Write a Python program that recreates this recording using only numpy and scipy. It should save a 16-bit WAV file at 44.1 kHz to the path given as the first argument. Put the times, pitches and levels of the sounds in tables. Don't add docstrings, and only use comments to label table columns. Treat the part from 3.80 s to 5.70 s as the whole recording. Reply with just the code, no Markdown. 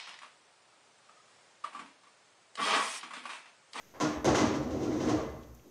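import sys
import numpy as np
from scipy import signal
from scipy.fft import rfft, irfft
from scipy.io import wavfile
from scipy.ndimage import uniform_filter1d

SR = 44100
rng = np.random.default_rng(int(sys.argv[2]) if len(sys.argv) > 2 else 0)


def attenuation_scalar(level_db):
    decades = np.asarray(level_db, float) / 20
    return 10 ** decades


def generate_wav(signal):
    frames = np.transpose(np.atleast_2d(signal))
    scaled = np.clip(frames, -1, 1) * 32767
    pcm = np.round(scaled).astype(np.int16)
    wavfile.write(sys.argv[1], SR, pcm)


N = 83790


def read(points, hz):
    f, value = np.transpose(points)
    return np.interp(np.log(hz + 1), np.log(f + 1), value)


def evened(x):
    return x / np.sqrt(np.mean(x ** 2) + 1e-30)


def resonate(x, hz, width_hz):
    r = np.exp(-np.pi * abs(width_hz) / SR)
    feedback = [1, -2 * r * np.cos(2 * np.pi * hz / SR), r * r]
    return signal.lfilter([(1 - r * r) / 2, 0, (r * r - 1) / 2], feedback, x)


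def causal(log_gain):
    return np.exp(log_gain - 1j * signal.hilbert(log_gain).imag)


def body(colour, modes=()):
    ring_db = 3
    low_skirt, high_skirt = (colour[0][0] / 4, -100), (colour[-1][0] * 4, -100)
    points = [low_skirt] + list(colour) + [high_skirt]
    log_gain = np.log(attenuation_scalar(read(points, abs(np.fft.fftfreq(16384, 1 / SR)))))
    fade = np.cos(np.linspace(0, np.pi / 2, 8192))
    thump = np.fft.ifft(causal(log_gain)).real[:8192] * fade ** 2
    thump = np.pad(thump, (0, 16384))
    taps = thump + sum(attenuation_scalar(db + ring_db) * resonate(thump, hz, width) for hz, width, db in modes)
    taps = taps * np.cos(np.linspace(0, np.pi / 2, len(taps)))
    return taps / np.linalg.norm(taps)


def blows(start_s, level_db, clatter_s):
    rebound_energy = 0.12
    out, t = np.zeros(N + 4000), np.arange(4000) / SR
    for s, db in zip(start_s, level_db):
        burst = rng.standard_normal(len(t)) * np.exp(-t / clatter_s)
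        burst *= rng.random(len(t)) < 0.1
        burst *= np.sqrt(rebound_energy) / np.linalg.norm(burst)
        burst[0] = 1
        out[round(s * SR):][:len(t)] += attenuation_scalar(db) * burst
    return out[:N]


def floor():
    # hz, level_db
    air_colour = [(30, -46), (55, 2.5), (300, 3.5), (1200, -8.5), (2900, -14), (8000, -23.5), (12000, -21),
                  (15500, -20.5)]
    # hz, level_db
    old_colour = [(150, -27), (300, -8), (2000, -3), (4500, -12.5), (9000, -24)]
    hz, t = np.fft.rfftfreq(N, 1 / SR), np.arange(N) / SR

    def coloured(points):
        return evened(irfft(rfft(rng.standard_normal(N)) * attenuation_scalar(read(points, hz)), N))

    air = attenuation_scalar(-63.5) * coloured(air_colour)
    old = attenuation_scalar(-66.5 - 28 * t) * coloured(old_colour)
    whine = attenuation_scalar(-78.5) * np.sqrt(2) * np.sin(2 * np.pi * 13038 * t)
    quiet = air + old + whine
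    return quiet + attenuation_scalar(10.5) * resonate(quiet, 6320, 1000)


def room():
    # hz, t60_s
    fall = [(60, 0.74), (160, 0.81), (420, 0.61), (1100, 0.73), (2900, 0.44), (7000, 0.32), (13000, 0.18)]
    # hz, rise_s
    rise = [(60, 0.011), (300, 0.011), (600, 0.014), (1200, 0.0032), (4000, 0.0089), (12000, 0.0088)]
    length, even_hz, direct_db = SR * 2, 12, -14.5
    noise, hz, t = rfft(rng.standard_normal(length)), np.fft.rfftfreq(length, 1 / SR), np.arange(length) / SR
    tail = np.zeros(length)
    for centre in 31.25 * 2. ** np.arange(10):
        band = irfft(noise * np.maximum(1 - abs(np.log2((hz + 1) / centre)), 0))
        shape = (1 - np.exp(-t / abs(read(rise, centre)))) * attenuation_scalar(-60 * t / read(fall, centre))
        tail += band * shape / np.linalg.norm(shape)
    spectrum = np.fft.fft(tail)
    power = uniform_filter1d(abs(spectrum) ** 2, size=even_hz * 2, mode="wrap")
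    out = np.fft.ifft(spectrum * causal(-np.log(power + 1e-9) / 2)).real
    out[0] += attenuation_scalar(direct_db)
    return out


def down_the_lane(force, taps):
    sound = signal.fftconvolve(force, taps)[:N]
    return signal.fftconvolve(sound, room())[:N]


def deck(roll):
    # start_s, thud_db, boom_db, slap_db
    landings = [(0.136, -44.5, -54, -53), (0.16, -57, -51, -48), (0.2, -22.5, -33.5, -34.5),
                (0.234, -38, -47, -42), (0.26, -46, -56, -47), (0.353, -41, -63, -51),
                (0.4443, -17, -25, -26), (0.473, -21, -28, -31.5), (0.51, -27, -40, -31.5),
                (0.596, -16.5, -25.5, -33), (0.631, -33, -39, -46), (0.699, -25, -38, -35),
                (0.793, -33, -42, -39.5), (0.864, -27, -34.5, -46), (0.936, -23.5, -31, -38),
                (0.999, -28, -32.5, -37.5), (1.059, -21.5, -41, -42.5), (1.103, -37, -33.5, -41.5),
                (1.141, -23, -47, -41.5), (1.206, -21.5, -31, -35.5), (1.282, -25.5, -35, -33.5),
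                (1.328, -41, -47, -36), (1.389, -46, -53, -51.5), (1.46, -42, -47, -51),
                (1.541, -47, -49, -53.5), (1.845, -46.5, -69, -61)]
    # hz, level_db
    thud_colour = [(110, -41), (170, -17.5), (210, -1.5), (310, 4), (400, 3), (700, -27.5)]
    boom_colour = [(40, -13), (80, 4.5), (130, 9.5), (160, 5), (230, -35)]
    slap_colour = [(250, -31), (430, -2.5), (650, 4.5), (850, -6.5), (1600, -37.5)]
    # pitch_hz, width_hz, level_db
    panel_modes = [(217.6, 50, 5), (252, 38, -3.5), (305.2, 13.3, 3.5), (340, 38, -5), (375, 25, -3.5)]
    hollow_modes = [(96, 28, -16), (121, 3.7, -5), (137, 26, -12.5)]
    board_modes = [(463.4, 32, 7.5), (526, 19, 3), (629, 19.5, -6.5), (754, 19, -1.5)]
    start_s, thud_db, boom_db, slap_db = np.transpose(landings)
    thud = attenuation_scalar(22) * blows(start_s, thud_db, clatter_s=0.0057) + roll
    boom = attenuation_scalar(24.5) * blows(start_s, boom_db, clatter_s=0.0028) + attenuation_scalar(-13) * roll
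    slap = attenuation_scalar(30) * blows(start_s, slap_db, clatter_s=0.0023) + attenuation_scalar(-3.5) * roll
    return (down_the_lane(thud, body(thud_colour, panel_modes))
            + down_the_lane(boom, body(boom_colour, hollow_modes))
            + down_the_lane(slap, body(slap_colour, board_modes)))


def pins(roll):
    # start_s, crack_db, knock_db
    clacks = [(0.14, -79, -47.5), (0.152, -68, -48.5), (0.1623, -70, -66), (0.2011, -28, -28),
              (0.222, -34.5, -34.5), (0.245, -38.5, -37), (0.4452, -26.5, -28), (0.474, -30.5, -27.5),
              (0.498, -38, -32), (0.5462, -24.5, -27), (0.5742, -27.5, -30), (0.599, -31, -28.5),
              (0.6491, -36, -35.5), (0.7401, -38, -41.5), (0.8196, -46.5, -75), (0.8994, -46, -46),
              (1.0248, -41.5, -42.5), (1.116, -49, -44), (1.196, -43, -39), (1.2697, -41, -34.5),
              (1.2874, -33, -34), (1.3498, -46, -55), (1.3891, -60, -42)]
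    # hz, level_db
    crack_colour = [(900, -34), (1800, -8), (2560, -7.5), (5160, -9), (6300, -4.5), (7600, -17),
                    (10000, -29), (15500, -51)]
    knock_colour = [(250, -17.5), (600, -10.5), (1000, -3), (1600, -9), (2500, -20.5), (5000, -26.5)]
    # pitch_hz, width_hz, level_db
    pin_modes = [(826, 12.5, 2.5), (997, 6.7, -10.5), (1080.4, 55, -6), (1476, 6.7, -24), (1715, 22, -12.5),
                 (2030, 33, 1.5)]
    clatter_s = 0.0089
    start_s, crack_db, knock_db = np.transpose(clacks)
    crack = attenuation_scalar(22) * blows(start_s, crack_db, clatter_s) + attenuation_scalar(-11.5) * roll
    knock = attenuation_scalar(26.5) * blows(start_s, knock_db, clatter_s) + attenuation_scalar(-7) * roll
    return down_the_lane(crack, body(crack_colour)) + down_the_lane(knock, body(knock_colour, pin_modes))


def ticks():
    # start_s, level_db, centre_hz, width_hz
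    near = [(0.548, -8.5, 1550, 500), (1.627, -57, 4040, 4910), (1.633, -47, 2805, 3000),
            (1.636, -54, 5500, 4000), (1.643, -58, 3500, 4000), (1.746, -53, 12540, 4940),
            (1.751, -52, 14100, 5310), (1.75, -52, 6470, 2500), (1.795, -49, 2537, 1210),
            (0.446, -39, 9400, 4000), (0.452, -24, 6000, 2000), (0.46, -41, 10000, 4000),
            (0.143, -37, 1750, 400), (0.165, -38, 1400, 600), (1.3, -30, 900, 500), (1.32, -36, 3000, 1990)]
    out, t = np.zeros(N + 2000), np.arange(2000) / SR
    for s, db, hz, width in near:
        puff = rng.standard_normal(len(t)) * np.exp(-t / 0.0033)
        puff = resonate(resonate(puff, hz, width), hz, width)
        out[round(s * SR):][:len(t)] += attenuation_scalar(db) * puff
    return out[:N]


def panel():
    # start_s, level_db
    strength = [(0.2, -45), (0.242, -26), (0.366, -42.5), (0.446, -42), (0.496, -26.5), (0.567, -38),
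                (0.634, -23), (0.727, -30), (0.764, -45.5), (0.817, -28), (0.868, -61), (0.948, -27.5),
                (0.974, -47.5), (1.17, -31), (1.246, -40.5), (1.345, -25), (1.398, -51), (1.5, -63)]
    pitch_hz, pitch_waver_hz, level_db, level_waver_db = 304.1, 8.68, -4.5, -2.5
    s, db = np.transpose(strength)
    t = np.arange(N) / SR
    slow = signal.butter(2, [8, 40], "band", fs=SR, output="sos")
    waver = signal.sosfiltfilt(slow, rng.standard_normal((2, N)))
    course_db = np.interp(t, [s[0] - 0.004, *s, s[-1] + 0.25], [-90, *db, -80], -120, -120)
    level = attenuation_scalar(course_db + level_db + level_waver_db * evened(waver[0]))
    cycles = np.cumsum(pitch_hz + pitch_waver_hz * evened(waver[1])) / SR
    return np.sqrt(2) * level * np.sin(2 * np.pi * cycles)


def rings():
    # start_s, pitch_hz, level_db
    tones = [(0.202, 1087, -36.5), (.202, 709, -39), (.225, 150.7, -39), (.23, 470.3, -38),
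             (.265, 167, -44), (.203, 1360, -42), (.209, 1000, -37), (.209, 842, -46.5), (.239, 625, -36.5),
             (.245, 1425, -41), (.297, 1065, -47), (.3, 653, -43.5), (.35, 621, -48.5), (0.466, 143, -34),
             (.465, 1132, -40), (.472, 340, -27.5), (0.506, 340, -36), (.473, 751, -32), (.479, 860, -38),
             (.487, 1357, -42), (.499, 460, -32.5), (.513, 567, -35.5), (.549, 374.5, -30),
             (.559, 845, -45), (.579, 710, -39.5), (.583, 2030, -39), (.591, 1013, -43), (.605, 818, -50),
             (.63, 211.8, -33), (.65, 636, -47), (0.686, 115, -46), (.748, 342, -37.5), (.78, 136, -40.5),
             (0.849, 71.03, -47), (.856, 245.4, -35.5), (.91, 519, -43.5), (0.921, 88, -46.5),
             (1.07, 1380, -54.5), (1.018, 340, -35.5), (1.064, 228, -34.5), (1.277, 463, -34),
             (1.285, 1070, -39), (1.295, 718, -39.5), (1.31, 118.2, -36.5), (1.333, 472.6, -38),
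             (1.333, 672, -39), (1.385, 629, -41), (1.46, 353, -50), (1.54, 639, -52.5), (1.35, 104, -45),
             (1.375, 1156, -45.5), (1.535, 135, -52), (1.6, 1125, -64), (1.634, 296, -54.5),
             (1.7, 118, -59), (1.79, 118.6, -63), (1.845, 311, -62.5), (1.87, 400, -67)]
    swell_s, swell_cycles = 0.011, 0.39
    out, t = np.zeros(N + 8000), np.arange(8000) / SR
    for s, hz, db in tones:
        u = t / (swell_s + swell_cycles / hz)
        swell = u * np.exp(1 - u)
        out[round(s * SR):][:len(t)] += np.sqrt(2) * attenuation_scalar(db) * swell * np.sin(2 * np.pi * hz * t)
    return out[:N]


def motor():
    # pitch_hz, level_db
    lines = [(60, -58), (119.5, -65), (238, -64)]
    on_s, off_s, rise_s, fall_s = 0.3, 1.83, 0.08, 0.03
    t = np.arange(N) / SR
    on = np.clip(np.minimum((t - on_s) / rise_s, (off_s - t) / fall_s), 0, 1)
    throb_db = 2.3 * np.sin(2 * np.pi * 6.5 * t)
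    return on * sum(np.sqrt(2) * attenuation_scalar(db + throb_db) * np.sin(2 * np.pi * hz * t) for hz, db in lines)


def slab():
    # start_s, level_db
    shudders = [(.33, -53), (.47, -47), (.62, -49), (.76, -51), (.86, -72), (1.0, -71), (1.08, -60),
                (1.2, -48.5), (1.34, -51), (1.47, -57), (1.56, -64), (1.66, -75), (1.74, -75)]
    # hz, level_db
    slab_colour = [(25, -43), (45, -7), (62, 15), (80, 12), (130, -70)]
    start_s, level_db = np.transpose(shudders)
    force = attenuation_scalar(37.5) * blows(start_s, level_db, clatter_s=0.00034)
    return down_the_lane(force, body(slab_colour))


def rolling():
    # start_s, level_db
    course = [
        (.85, -52.5),
        (0.932, -45),
        (1.1, -47.5),
        (1.2, -39),
        (1.26, -38.5),
        (1.33, -60),
        (1.371, -47),
        (1.4, -51.5),
        (1.65, -73),
    ]
    bumps_per_s, spread_db = 250, 1
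    s, db = np.transpose(course)
    size = attenuation_scalar(spread_db * np.minimum(rng.exponential(1, N), 4)) * rng.choice([-1., 1.], N)
    level = attenuation_scalar(np.interp(np.arange(N) / SR, s, db, -120, -120))
    bump = rng.random(N) < bumps_per_s / SR
    return level * size * bump * np.sqrt(SR / bumps_per_s)


def scene():
    roll = rolling()
    struck = deck(roll) + pins(roll) + slab()
    ringing = panel() + rings()
    return (floor() + struck + ticks() + ringing + motor())[None]


def top_cut(x):
    return signal.sosfilt(signal.butter(12, 15690, fs=SR, output="sos"), x)


def record(dry):
    knee, edge_hz, offset = 0.84, 15690, -0.0004
    limited = knee * np.tanh(dry / knee)
    edge = signal.firwin(511, edge_hz, window=("kaiser", 9), fs=SR)[None]
    return top_cut(signal.oaconvolve(limited, edge, "same") + offset)


dry = scene()
out = record(dry)
generate_wav(out)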